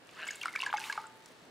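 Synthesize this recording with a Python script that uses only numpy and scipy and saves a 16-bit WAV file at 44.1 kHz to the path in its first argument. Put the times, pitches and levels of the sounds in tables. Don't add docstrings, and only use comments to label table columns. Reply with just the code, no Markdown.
import sys
import numpy as np
from scipy import signal
from scipy.fft import rfft, irfft
from scipy.io import wavfile

SR = 44100
rng = np.random.default_rng(int(sys.argv[2]) if len(sys.argv) > 2 else 0)


def materialize(psi):
    bounded = np.clip(np.atleast_2d(psi).T, -1, 1)
    quanta = np.round(bounded * 32767).astype(np.int16)
    wavfile.write(sys.argv[1], SR, quanta)


N = 66150
TIME = np.arange(N) / SR


def amp(db):
    return 10 ** (np.asarray(db) / 20)


def unit(sound):
    return sound / np.sqrt(np.mean(sound ** 2) + 1e-20)


def level(points, t=TIME):
    return amp(np.interp(t, *np.transpose(points)))


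def colour(sound, points):
    hz, db = np.transpose(points)
    log_hz = np.log(np.fft.rfftfreq(N, 1 / SR) + 1)
    gain = amp(np.interp(log_hz, np.log(hz), db))
    return unit(irfft(rfft(sound) * gain, N))


def add(mix, start, sound):
    part = mix[max(round(start * SR), 0):][:len(sound)]
    part += sound[:len(part)]


def stereo(mid, side):
    return np.array([mid + side, mid - side])


def burst(envelope, hz, octaves, skirt_db):
    octaves_away = np.log2((np.fft.rfftfreq(len(envelope), 1 / SR) + 1) / hz)
    band = np.exp(-.5 * (octaves_away / octaves) ** 2)
    skirt = amp(skirt_db) * np.exp(-.5 * octaves_away ** 2)
    noise = irfft((band + skirt) * np.exp(2j * np.pi * rng.random(len(band))))
    return unit(envelope * noise) * np.sqrt(np.mean(envelope ** 2))


def knocks(rows, octaves, skirt_db):
    out, t = np.zeros(N), TIME[:4096]
    for start, db, hz, decay in rows:
        rise = 1 - np.exp(-t / (0.3 * decay))
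        envelope = rise * np.exp(-t / decay)
        add(out, start, amp(db) * burst(envelope / envelope.max(), hz, octaves, skirt_db))
    return out


def bubble(hz, swell, ring, glide):
    t = np.arange(0, 4 * ring + swell, 1 / SR)
    envelope = np.minimum(t / swell, 1) * np.exp(-(t / ring) ** 1.39)
    sliding_hz = hz * 2 ** (glide * t)
    return envelope / envelope.max() * np.sin(2 * np.pi * np.cumsum(sliding_hz) / SR)


# f/Hz, level/dB
ROOM_MID_COLOUR = [(15, -56), (25, -48.5), (113, -4.5), (178, -5.5), (389, -1.5), (509, -1), (582, -12.5),
                   (895, -2), (1050, -5), (1750, -4.5), (2490, -13.5), (9050, -38.5), (15500, -44)]
ROOM_SIDE_COLOUR = [(15, -44), (25, -13), (178, -4.5), (340, -4), (1050, -5), (1140, -3), (1380, -6),
                    (2560, -6), (9300, -23), (15500, -42)]

def room_noise():
    mid = amp(-63) * colour(rng.standard_normal(N), ROOM_MID_COLOUR)
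    side = amp(-63.5) * colour(rng.standard_normal(N), ROOM_SIDE_COLOUR)
    hum = amp(-80) * np.sqrt(2) * np.sin(2 * np.pi * 120.1 * TIME)
    return stereo(mid + hum, side)


# t/s, level/dB
RUB_LOUDNESS = [(0, -65), (.2, -61.5), (.45, -62), (.75, -60.5), (.95, -60.5), (1.1, -63.5), (1.29, -65.5),
                (1.312, -60.5), (1.335, -63), (1.4, -64.5), (1.5, -59)]
# f/Hz, level/dB
RUB_TONE = [(30, -18), (80, -13.5), (140, -4.5), (400, 0), (700, -1.5), (1500, -27.5), (6000, -42)]
# t/s, level/dB, f/Hz, decay/s
HAND_KNOCKS = [(.461, -59.5, 191, .012), (.665, -61, 171, 0.01), (1.306, -60, 250, 0.0077),
               (1.412, -60.5, 256, 0.022), (1.484, -61, 201, 0.01)]

def hands(width=0.36):
    mid, side = (level(RUB_LOUDNESS) * colour(rng.standard_normal(N), RUB_TONE) for _ in range(2))
    return stereo(mid + knocks(HAND_KNOCKS, octaves=0.91, skirt_db=-30), width * side)


# t/s, level/dB
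FOAM_LOUDNESS = [(0, -70.5), (.1, -65.5), (.2, -60), (.33, -55.5), (.4, -58), (.46, -59), (.52, -62.5),
                 (.6, -54.5), (.66, -61), (.75, -63), (.8, -55), (.85, -50.5), (.9, -55), (.96, -56.5),
                 (1.02, -61.5), (1.15, -68), (1.27, -64), (1.5, -66)]
# f/Hz, level/dB
FOAM_TONE = [(300, -42), (900, 2.5), (2500, 4.5), (4000, 5.5), (6000, -1), (8500, -4.5), (12000, -11.5),
             (16000, -18)]

def fizz(pops_per_s=2500, scatter_db=4):
    pops = (rng.random(N) < pops_per_s / SR) * rng.choice([-1, 1], N)
    sizes = amp(scatter_db * np.minimum(rng.exponential(1, N), 5))
    hiss = 1.25 * rng.standard_normal(N)
    return colour(unit(pops * sizes) + hiss, FOAM_TONE) * level(FOAM_LOUDNESS)


# t/s, level/dB
FIBRE_LOUDNESS = [(0, -70), (.1, -75), (.3, -65), (.43, -60.5), (.52, -64), (.65, -60.5), (.8, -58),
                  (.95, -63.5), (1.1, -71.5), (1.25, -67.5), (1.5, -79.5)]
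# f/Hz, level/dB
FIBRE_TONE = [(500, -23), (2000, 7), (5000, -4.5), (9000, -2), (12000, -9), (16000, -14)]

def crackle(ticks_per_s=170, scatter_db=3, decay_s=0.00056):
    ticks = rng.random(N) < ticks_per_s / SR
    sizes = amp(scatter_db * np.clip(rng.standard_normal(N), -2, 2))
    envelope = signal.lfilter([1], [1, -np.exp(-1 / (decay_s * SR))], ticks * sizes)
    return colour(envelope * rng.standard_normal(N), FIBRE_TONE) * level(FIBRE_LOUDNESS)


# t/s, level/dB, f/Hz, decay/s
WET_SLAPS = [(0.071, -53, 8000, 0.0012), (.091, -49, 2600, 0.0019), (.1105, -53.5, 8000, 0.0014),
             (.2545, -58, 8000, 0.0024), (.270, -43, 2200, 0.0061), (.2863, -40.5, 3500, 0.00069),
             (0.307, -68, 7000, .003), (0.3546, -45.5, 9800, .003), (.414, -39.5, 7000, 0.00066),
             (0.43, -39.5, 6200, 0.0018), (0.4328, -43, 3750, 0.0017), (.4545, -41, 5640, 0.00041),
             (0.4573, -34.5, 3700, 0.001), (.4818, -43.5, 4530, .001), (.529, -43, 7100, .001),
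             (0.5554, -36, 3770, 0.00057), (.560, -37.5, 4730, 0.0014), (.6150, -31.5, 7000, 0.00058),
             (.620, -38, 4030, 0.00044), (0.629, -38.5, 2600, 0.0013), (0.6359, -32, 3080, 0.0007),
             (0.6617, -39, 3700, 0.003), (0.7292, -35, 2260, 0.00056), (0.7384, -41, 2010, 0.0019),
             (.745, -38.5, 2200, 0.00066), (.771, -38, 2750, 0.0015), (.7953, -38.5, 9800, .001),
             (0.8005, -38.5, 4470, 0.0013), (0.807, -41, 5500, 0.0015), (.840, -47, 3980, 0.0016),
             (0.8985, -41, 3200, 0.00082), (.926, -34, 3780, 0.001), (.977, -46, 2520, 0.00061),
             (1.2592, -44, 6940, 0.0014), (1.286, -53, 7600, 0.0011)]
# f/Hz, level/dB
SLAP_TONE = [(500, 11.5), (4000, 1.5), (9000, -1.5), (12000, -7.5), (16000, -9)]

def splats():
    slaps = knocks(WET_SLAPS, octaves=0.3, skirt_db=2)
    return colour(slaps, SLAP_TONE) * np.std(slaps)


# t/s, level/dB
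PUFF_LOUDNESS = [(0, -68), (.14, -62), (.18, -45.5), (.205, -44), (.232, -34.5), (.255, -48), (.3, -46),
                 (.35, -49.5), (.385, -77)]
# f/Hz, level/dB, ring/s
AIR_POCKETS = [(1610, 1.5, 0.0027), (2734, -1, 0.0029), (2140, -7, 0.0021), (4100, -9.5, 0.0013),
               (1060, -12.5, 0.0015), (620, -12, 0.0065)]

def gurgle(puffs_per_s=190, unevenness=0.2, scatter_db=2.5, pitch_spread=0.049):
    out, start = np.zeros(N), 0
    while start < PUFF_LOUDNESS[-1][0]:
        start += np.exp(unevenness * rng.standard_normal()) / puffs_per_s
        for hz, db, ring in AIR_POCKETS:
            size, detune = rng.standard_normal(2)
            gain = level(PUFF_LOUDNESS, start) * amp(db + scatter_db * size)
            add(out, start, gain * bubble(hz * np.exp(pitch_spread * detune), ring / 2, ring, glide=0))
    return out


# t/s, level/dB
TRICKLE_LOUDNESS = [(0, -84), (.2, -50.5), (.3, -63), (.39, -74), (.44, -47.5), (.52, -60.5), (.58, -57),
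                    (.68, -46.5), (.72, -67), (.78, -58.5), (.86, -45), (.94, -55), (1.0, -58.5),
                    (1.1, -81), (1.5, -80)]

def trickle(bubbles_per_s=800, middle_hz=2294, spread_octaves=0.823, scatter_db=4, ring_cycles=5.7):
    out = np.zeros(N)
    for start in np.arange(0, N / SR, 1 / bubbles_per_s):
        late, pitch, size, glide = np.clip(rng.standard_normal(4), -2, 2)
        hz = np.clip(middle_hz * 2 ** (spread_octaves * pitch), 850, 12000)
        ring = ring_cycles / hz
        gain = amp(scatter_db * size) * (hz / middle_hz) ** 0.1
        add(out, start + late / bubbles_per_s, gain * bubble(hz, ring / 3, ring, 25 * glide))
    return unit(out) * level(TRICKLE_LOUDNESS)


# t/s, level/dB, f/Hz, length/s
FROTH_SQUIRTS = [(0.254, -55, 8600, .006), (0.267, -49, 6900, 0.0074), (0.276, -42, 7320, 0.0083),
                 (0.3053, -45.5, 5050, 0.01), (.306, -41.5, 6700, 0.0099), (0.304, -53, 8340, 0.01),
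                 (.326, -56, 6800, 0.014), (.352, -54, 10150, 0.01), (.355, -48, 7550, .009),
                 (0.4522, -46, 8150, 0.0077), (0.653, -55.5, 8600, 0.013), (0.768, -42, 6100, 0.0057),
                 (.775, -45, 4930, 0.0068), (.776, -52, 7000, 0.0068)]

def squirts():
    out, t = np.zeros(N), TIME[:2048]
    for start, db, hz, length in FROTH_SQUIRTS:
        envelope = np.sin(np.pi * np.minimum(t / length, 1))
        add(out, start, amp(db) * burst(envelope, hz, octaves=0.072, skirt_db=-30))
    return out


# t/s, f/Hz, level/dB, swell/s, ring/s, glide/(octaves per s)
PLOP_BUBBLES = [(0.267, 1577, -34.5, 0.0013, 0.0047, -4), (0.2861, 3430, -33.5, .0003, .0013, -200),
                (0.286, 2146, -30, 0.0049, 0.0048, 4.5), (0.3053, 1720, -32.5, 0.0045, 0.0039, -6),
                (0.413, 2726, -36, 0.0008, 0.011, 1.5), (.4155, 3150, -31.5, 0.0014, 0.0026, -3),
                (.4345, 2390, -30, 0.00077, 0.0038, -30), (.4569, 1352, -21, 0.00079, 0.0023, 2),
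                (0.4596, 1254, -32, 0.00036, .006, -3), (.457, 4230, -37, .001, 0.0024, 0),
                (0.4815, 1420, -30.5, 0.00037, 0.003, -20), (.483, 2140, -35.5, .003, 0.0083, -1),
                (.538, 2090, -37, 0.00094, 0.0049, -17), (.552, 1680, -29.5, 0.0013, 0.0044, -27),
                (0.557, 1240, -30.5, 0.00035, 0.003, 0), (0.5597, 2343, -22.5, 0.00076, 0.0042, -11),
                (.5745, 1770, -35.5, 0.00057, 0.0033, 0), (.586, 1000, -44.5, 0.0033, 0.0093, 4),
                (0.592, 4410, -34.5, 0.00033, .002, 72), (.6028, 2605, -26.5, 0.0016, 0.0025, 39),
                (0.607, 3550, -37.5, 0.0012, 0.0033, 30), (0.6202, 2766, -23.5, 0.0011, 0.0023, 1),
                (0.6304, 1023, -31.5, 0.00078, 0.0099, 10.5), (0.6357, 2206, -33, 0.00045, 0.0078, -10),
                (0.6623, 1687, -26, 0.005, 0.0052, -5), (0.6712, 1003, -36.5, .001, 0.013, 0.5),
                (.673, 1620, -31, 0.00076, 0.0049, 6), (0.691, 1612, -34.5, 0.0028, 0.0062, 2),
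                (0.699, 955, -36.5, 0.0012, 0.0075, 4), (.7005, 2320, -37.5, 0.00058, 0.0033, 7),
                (.704, 2800, -42.5, 0.00067, 0.0061, 62), (.728, 1395, -20.5, 0.00066, 0.0015, -35),
                (.7305, 1255, -31, 0.00077, 0.0058, -1), (0.739, 847.5, -21, 0.00058, 0.012, 1),
                (0.7397, 1257, -29.5, 0.00071, 0.0043, 0), (.745, 2120, -39, .001, 0.003, -2),
                (0.7628, 2180, -36.5, 0.0012, 0.01, 0.5), (.776, 2670, -33.5, .0005, 0.0028, -20),
                (0.7816, 1590, -29.5, 0.0018, 0.0045, 9), (.802, 830, -46, 0.0012, 0.0064, 0),
                (0.8012, 2900, -38.5, .001, .002, -2), (0.8159, 2756, -37, .002, 0.0018, -48),
                (.840, 2300, -29, 0.00088, 0.0012, 80), (0.8977, 1613, -25.5, 0.0026, 0.0075, 6.5),
                (.898, 922, -40.5, .001, 0.011, 4), (.9262, 2196, -33.5, 0.00024, 0.0045, -4),
                (0.924, 4310, -38, 0.00037, 0.0031, -13), (0.9267, 1100, -38, .001, 0.0079, 0.5),
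                (0.954, 985, -40.5, 0.0011, 0.005, -11), (0.9767, 1298, -27.5, 0.00054, 0.0064, -13),
                (.977, 1550, -37.5, 0.0012, .005, 0), (0.978, 823, -32, 0.00035, 0.016, 7.5),
                (.996, 1214, -44, 0.0024, 0.0078, 2.5), (1.0409, 1295, -39, 0.00035, 0.0055, 13.5),
                (1.053, 1376, -42.5, 0.00075, 0.0051, 5.5), (1.069, 7900, -41, 0.00057, 0.00053, -48)]

def plops():
    out = np.zeros(N)
    for start, hz, db, swell, ring, glide in PLOP_BUBBLES:
        add(out, start, amp(db) * bubble(hz, swell, ring, glide))
    return out


# f/Hz, level/dB
SPRAY_TONE = [(800, -21), (2500, -3), (4000, -2), (8000, 0), (12000, -4.5), (16000, -11)]

def spray(peak_s=0.871, fade_s=0.055, peak_db=-54):
    envelope = np.exp(-((TIME - peak_s) / fade_s) ** 2)
    return amp(peak_db) * envelope * colour(rng.standard_normal(N), SPRAY_TONE)


# f/Hz, relative level/dB, time to fade by 60 dB/s
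BASIN_NOTES = [(882, -25, .9), (1090, -52, .4), (1242, -21, 0.17), (1375, -35, 0.28), (1612, -15, 0.16),
               (1735, -21, .35), (1950, -17, .35), (1870, -45, .3), (2210, -34, 0.27), (2250, -23, 0.41),
               (2753, -13.5, 0.15), (2800, -30, 0.31), (2960, -45, 0.21)]
# delay/s, level/dB
NEAR_ECHOES = [(.0027, -21.5), (.0075, -21.5), (0.0132, -21.5), (.0205, -39)]

def basin(sound):
    t, out = TIME[:N // 2], sound.copy()
    ring = sum(amp(db - 60 * t / fade) * np.cos(2 * np.pi * hz * t) for hz, db, fade in BASIN_NOTES)
    for delay, db in NEAR_ECHOES:
        add(out, delay, amp(db) * sound)
    return out + signal.fftconvolve(sound, ring * 300 / SR)[:N]


def room_echo(sound, build_s=0.0033, fade_s=0.49, dull_above_hz=6100):
    t = TIME[:N // 2]
    tail = rng.standard_normal(len(t)) * np.minimum(t / build_s, 1) * amp(-60 * t / fade_s)
    tail = signal.lfilter(*signal.butter(1, dull_above_hz, fs=SR), tail / np.linalg.norm(tail))
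    return amp(-11.5) * signal.fftconvolve(sound, tail)[:N]


def scene():
    water = plops() + gurgle() + trickle() + splats() + squirts() + fizz() + spray() + crackle()
    bass_cut = signal.butter(3, 670, "high", fs=SR, output="sos")
    in_basin = basin(signal.sosfilt(bass_cut, water))
    side = 0.19 * (splats() + squirts() + fizz() + spray()) + 0.1 * room_echo(in_basin)
    return stereo(in_basin + room_echo(in_basin), side) + hands() + room_noise()


def record(dry):
    treble_cut = signal.firwin(511, 15800, window=("kaiser", 9), fs=SR)
    return signal.oaconvolve(dry, treble_cut[None], "same")


dry = scene()
out = record(dry)
materialize(out)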